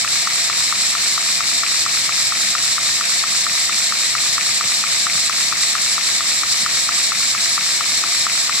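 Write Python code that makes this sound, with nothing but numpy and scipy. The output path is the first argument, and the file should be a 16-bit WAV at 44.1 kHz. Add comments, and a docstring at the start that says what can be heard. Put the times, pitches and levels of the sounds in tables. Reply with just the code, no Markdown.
"""A small piston engine of plastic bricks running on a kitchen countertop, heard on a stereo pair.
Suction from a vacuum cleaner's hose drives it, and air hisses through the port as it opens and shuts.
In every turn the piston knocks, the slide valve ticks and the loose crank rattles. The base rumbles on
the counter, nearby cupboards give short echoes, and the vacuum cleaner hums far off."""
import sys
import numpy as np
from scipy import signal
from scipy.fft import rfft, irfft
from scipy.io import wavfile

SR = 44100
rng = np.random.default_rng(int(sys.argv[2]) if len(sys.argv) > 2 else 0)


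def wav_record(signal):
    """Record a signal, one row per channel, as 16-bit PCM in the file named by sys.argv[1]."""
    frames = np.transpose(np.atleast_2d(signal))
    bounded = np.clip(frames, -1, 1)
    # unit amplitude maps onto the largest positive 16-bit level
    quanta = np.round(bounded * 32767).astype(np.int16)
    wavfile.write(sys.argv[1], SR, quanta)


N = 379260

# modes of the engine's base on the counter: f/Hz, t60/s, left gain/dB, right gain/dB
BASE_MODES = [(71.7, 0.21, -12, -11), (87.6, 0.21, -11.5, -12.5), (118.8, 0.23, -4, -5.5),
              (165.7, 0.19, -7.5, -8.5), (205.2, 0.18, -2, -2.5), (251, 0.085, -7, -7.5),
              (547, 0.072, -4.5, -1.5)]


def from_db(db):
    """Decibels to gain."""
    return 10 ** (np.asarray(db) / 20)


def drift(rate):
    """Slow random wander with spread 1, changing about `rate` times a second."""
    r = np.exp(-80 * np.pi * rate / SR)
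    slow = signal.lfilter([1], [1, -2 * r, r * r], rng.standard_normal(N // 40 + 2002))[2000:]
    return np.interp(np.arange(N) / 40, np.arange(len(slow)), slow / slow.std())


def clicks(times, level_db):
    """One click of the given height at each time."""
    out, at = np.zeros(N), np.round(np.ravel(times) * SR).astype(int)
    inside = (at >= 0) & (at < N)
    np.add.at(out, at[inside], from_db(np.ravel(level_db))[inside])
    return out


def high_pass(x, hz, order=2):
    """Small bodies radiate little below their lowest modes."""
    return signal.sosfilt(signal.butter(order, hz, "high", fs=SR, output="sos"), x)


def ring(modes, forces):
    """A body's modes, each driven by its own force; neighbours swing in opposite senses."""
    out = np.zeros((2, N))
    for k, ((hz, t60, left_db, right_db), force) in enumerate(zip(modes, forces)):
        r, w = from_db(-60 / (t60 * SR)), 2 * np.pi * hz / SR
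        swing = signal.lfilter([0, np.sin(w)], [1, -2 * r * np.cos(w), r * r], force + 1e-18)
        out += (-1) ** k * from_db([[left_db], [right_db]]) * swing
    return out


def crank(first_knock_s=.0459):
    """Angle of the crank at every sample, in turns since the first knock."""
    # the crank's speed, sagging and recovering slightly: t/s, speed/(turns per s)
    speed = [(0.0, 4.426), (0.85, 4.418), (2.0, 4.356), (2.65, 4.355), (3.3, 4.389), (4.55, 4.363),
             (5.15, 4.368), (6.15, 4.411), (7.15, 4.356), (7.85, 4.352), (8.6, 4.397)]
    t = np.arange(N) / SR
    turn = np.cumsum(np.interp(t, *np.transpose(speed))) / SR
    return turn - np.interp(first_knock_s, t, turn)


def air_noise(spectrum, left_lag_s=.000055):
    """Turbulence with its own colour at each microphone; the shared part reaches the left one later."""
    # likeness of the air noise at the two microphones: f/Hz, shared power/(0-1)
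    likeness = [(30, 0.45), (120, 0.99), (500, 0.88), (1100, 0.53), (2000, 0.53), (4500, 0.54),
                (8000, 0.19), (14000, 0)]
    hz = np.arange(N // 2 + 1) * SR / N + 1e-3

    def per_bin(rows):
        row_hz, *columns = np.transpose(rows)
        return [np.interp(np.log(hz), np.log(row_hz), column) for column in columns]

    alike = np.clip(per_bin(likeness)[0], 0, 1)
    white = rfft(rng.standard_normal((3, N)))
    shared = white[0] * np.exp(-2j * np.pi * hz * np.array([[left_lag_s], [0]]))
    pair = np.sqrt(alike) * shared + np.sqrt(1 - alike) * white[1:]
    return irfft(pair * from_db(per_bin(spectrum)) * np.sqrt(SR / 2), N)


def airflow(rush_db, hiss_db, rush_swing, hiss_swing, bright_swing, flutter_db, bright_hz=6500):
    """The port's hiss swells, brightens and sinks with the crank; the hose's rush follows only a little."""
    # flow through the port over one turn: angle/turns, level/dB
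    port_flow = [(0, -3.4), (.05, -3.8), (.12, -3.4), (.2, -1.8), (.3, -.4), (.42, .6), (.48, -.3),
                 (.6, .1), (.68, -.7), (.78, .4), (.88, -.9)]
    # rush in the hose, with the counter's rumble: f/Hz, relative density left/dB, right/dB
    rush_spectrum = [(25, -91, -94), (48, -97, -94), (120, -75.5, -75.5), (223, -74.5, -75.5),
                     (380, -79, -78.5), (630, -74, -75.5), (1020, -70, -73), (1297, -63, -67.5),
                     (1340, -71, -78), (1840, -58.5, -67), (2375, -57, -64), (2670, -64, -69),
                     (3280, -62.5, -69), (5000, -87.5, -80)]
    # hiss at the port: f/Hz, relative density left/dB, right/dB
    hiss_spectrum = [(2940, -93.5, -87), (3370, -64, -67), (3595, -52.5, -57), (4400, -50, -53.5),
                     (4650, -54.5, -57), (5320, -50, -56.5), (6140, -55.5, -61.5), (6620, -60, -57),
                     (7460, -61.5, -48.5), (8020, -61, -49.5), (8220, -68, -60.5), (10200, -88, -62.5),
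                     (10260, -73, -67), (12700, -86, -73.5), (14900, -92, -92)]
    flow_db = np.interp(crank(), *np.transpose(port_flow), period=1) + flutter_db * drift(rate=45)
    rush = air_noise(rush_spectrum) * from_db(rush_db + rush_swing * flow_db)
    hiss = air_noise(hiss_spectrum) * from_db(hiss_db + hiss_swing * flow_db)
    # the treble follows the flow more steeply
    treble = signal.sosfiltfilt(signal.butter(4, bright_hz, "high", fs=SR, output="sos"), hiss)
    return rush + (hiss - treble) + treble * from_db(bright_swing * flow_db)


def vacuum_motor(shaft_hz, wander_hz, waver_db):
    """The distant motor's shaft tone and its octave, wavering slightly."""
    # the hum at the microphones: multiple of the shaft rate, left level/dB, right level/dB
    harmonics = [(1, -58.5, -54), (2, -49.5, -46.5)]
    angle = 2 * np.pi * np.cumsum(shaft_hz + wander_hz * drift(rate=13.5)) / SR
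    hum = np.zeros((2, N))
    for k, left_db, right_db in harmonics:
        level_db = np.array([[left_db], [right_db]]) + waver_db * drift(rate=22)
        hum += np.sqrt(2) * from_db(level_db) * np.sin(k * angle)
    return hum


def base_rumble(shake_db):
    """The whirling flywheels shake the base all the time; now and then it rocks and lands with a thud."""
    # soft landings of the base on the counter: t/s, force level/dB
    bumps = [(4.64, -38), (5.142, -33), (6.622, -35)]
    force = from_db(shake_db) * rng.standard_normal(N) + clicks(*np.transpose(bumps))
    return high_pass(ring(BASE_MODES, [force] * len(BASE_MODES)), hz=60, order=4)


def strike(modes, times, level_db, vary_db):
    """Each contact rings every mode of a body, with a strength of its own."""
    forces = [clicks(times, level_db + vary_db * rng.standard_normal(np.shape(times))) for _ in modes]
    return ring(modes, forces)


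def clatter(play=.005, knock_spread_db=.9, tick_loss_db=2.6):
    """The same contacts come round at the same crank angles, a little loose in time and strength."""
    # contacts in one turn: t/s after the knock, force level on frame/dB, valve/dB, crank pin/dB, base/dB
    contacts = [(0.0, -5.5, -14, -22, -54), (0.00157, -17, -23, -28, -64), (0.0027, -42, -15, -24, -70),
                (0.023, -31, -40, -31, -65), (0.0306, -30, -3, -23, -47), (0.0364, -21, -12.5, -23, -48),
                (0.0501, -20.5, -16, -22, -56), (0.0851, -17, -30, -30, -57),
                (0.1088, -19.5, -10, -28, -54), (0.1117, -19.5, -10.5, -27, -46.5),
                (0.1155, -25, -22, -34, -51), (0.1257, -25, -12, -30, -49), (0.1485, -41, -28, -21, -54),
                (0.165, -28, -34, -35, -45.5), (0.202, -26, -33, -30, -58), (0.211, -27, -36, -33, -52),
                (0.2194, -24.5, -21, -33, -51)]
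    knock, tick = 0, 4  # rows of the piston's knock and the valve's tick
    # modes of the brick frame, valve slide and crank pin: f/Hz, t60/s, left gain/dB, right gain/dB
    frame_modes = [(1160, .012, -1.5, -5), (1360, .012, -1.5, -6.5), (1860, .010, -12, -15)]
    valve_modes = [(1830, .006, -5, -14), (2160, .006, -1, -8), (2440, .006, -3, -5),
                   (3050, .004, -17, -20)]
    pin_modes = [(4200, 0.0021, -2, -2), (5800, 0.0039, 10, -1), (7900, .003, -14, 0)]
    turn = crank()
    turns = np.arange(-1, np.ceil(turn[-1]))[:, None]
    delay, frame_db, valve_db, pin_db, base_db = np.transpose(contacts)[:, None] * np.ones_like(turns)
    mean_speed = (turn[-1] - turn[0]) * SR / N
    # play in the linkage scatters each contact by a share of its delay
    angles = turns + mean_speed * delay * (1 + play * rng.standard_normal(delay.shape))
    times = np.interp(angles, turn, np.arange(N) / SR, left=-1, right=-1)
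    # the piston knocks almost evenly; the valve mostly lands in full and now and then only grazes
    frame_db[:, knock] += knock_spread_db * rng.standard_normal(len(turns))
    valve_db[:, tick] -= tick_loss_db * rng.exponential(1, len(turns))
    frame = high_pass(strike(frame_modes, times, frame_db, vary_db=.8), hz=850, order=3)
    valve = high_pass(strike(valve_modes, times, valve_db, vary_db=1.8), hz=1400, order=3)
    pin = high_pass(strike(pin_modes, times, pin_db, vary_db=1.5), hz=3000)
    base = high_pass(strike(BASE_MODES, times, base_db, vary_db=2.5), hz=62, order=4)
    return frame + valve + pin + base


def kitchen(x, wet_db, t60):
    """The room at the microphones: direct sound, a cupboard echo and a short, dull diffuse tail."""
    # echo off nearby cupboards: t/s, relative level left/dB, right/dB
    echoes = [(.0082, -15, -15)]
    t = np.arange(SR // 2) / SR
    response = rng.standard_normal((2, len(t))) * from_db(-60 * t / t60) * (t > .003)
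    response *= from_db(wet_db) / np.linalg.norm(response, axis=1, keepdims=True)
    for delay, left_db, right_db in echoes:
        response[:, round(delay * SR)] += from_db([left_db, right_db])
    response = signal.sosfilt(signal.butter(1, [300, 5000], "band", fs=SR, output="sos"), response)
    response[:, 0] = 1  # direct sound
    response /= np.linalg.norm(response, axis=1, keepdims=True)
    return signal.fftconvolve(x, response, axes=1)[:, :N]


def scene():
    """Engine and air in the kitchen, over the far motor's hum."""
    engine = kitchen(clatter() + base_rumble(shake_db=-76.5), wet_db=-11.5, t60=0.28)
    air = airflow(rush_db=2.5, hiss_db=-0.11, rush_swing=0.32, hiss_swing=1.05,
                  bright_swing=0.22, flutter_db=0.55)
    air = kitchen(air, wet_db=-11.5, t60=0.12)
    return engine + air + vacuum_motor(shaft_hz=345.2, wander_hz=2.32, waver_db=3.0)


def record(dry, cutoff_hz=15500):
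    """A steep high cut on both microphone channels."""
    return signal.sosfilt(signal.ellip(12, .1, 90, cutoff_hz, fs=SR, output="sos"), dry)


dry = scene()
out = record(dry)
wav_record(out)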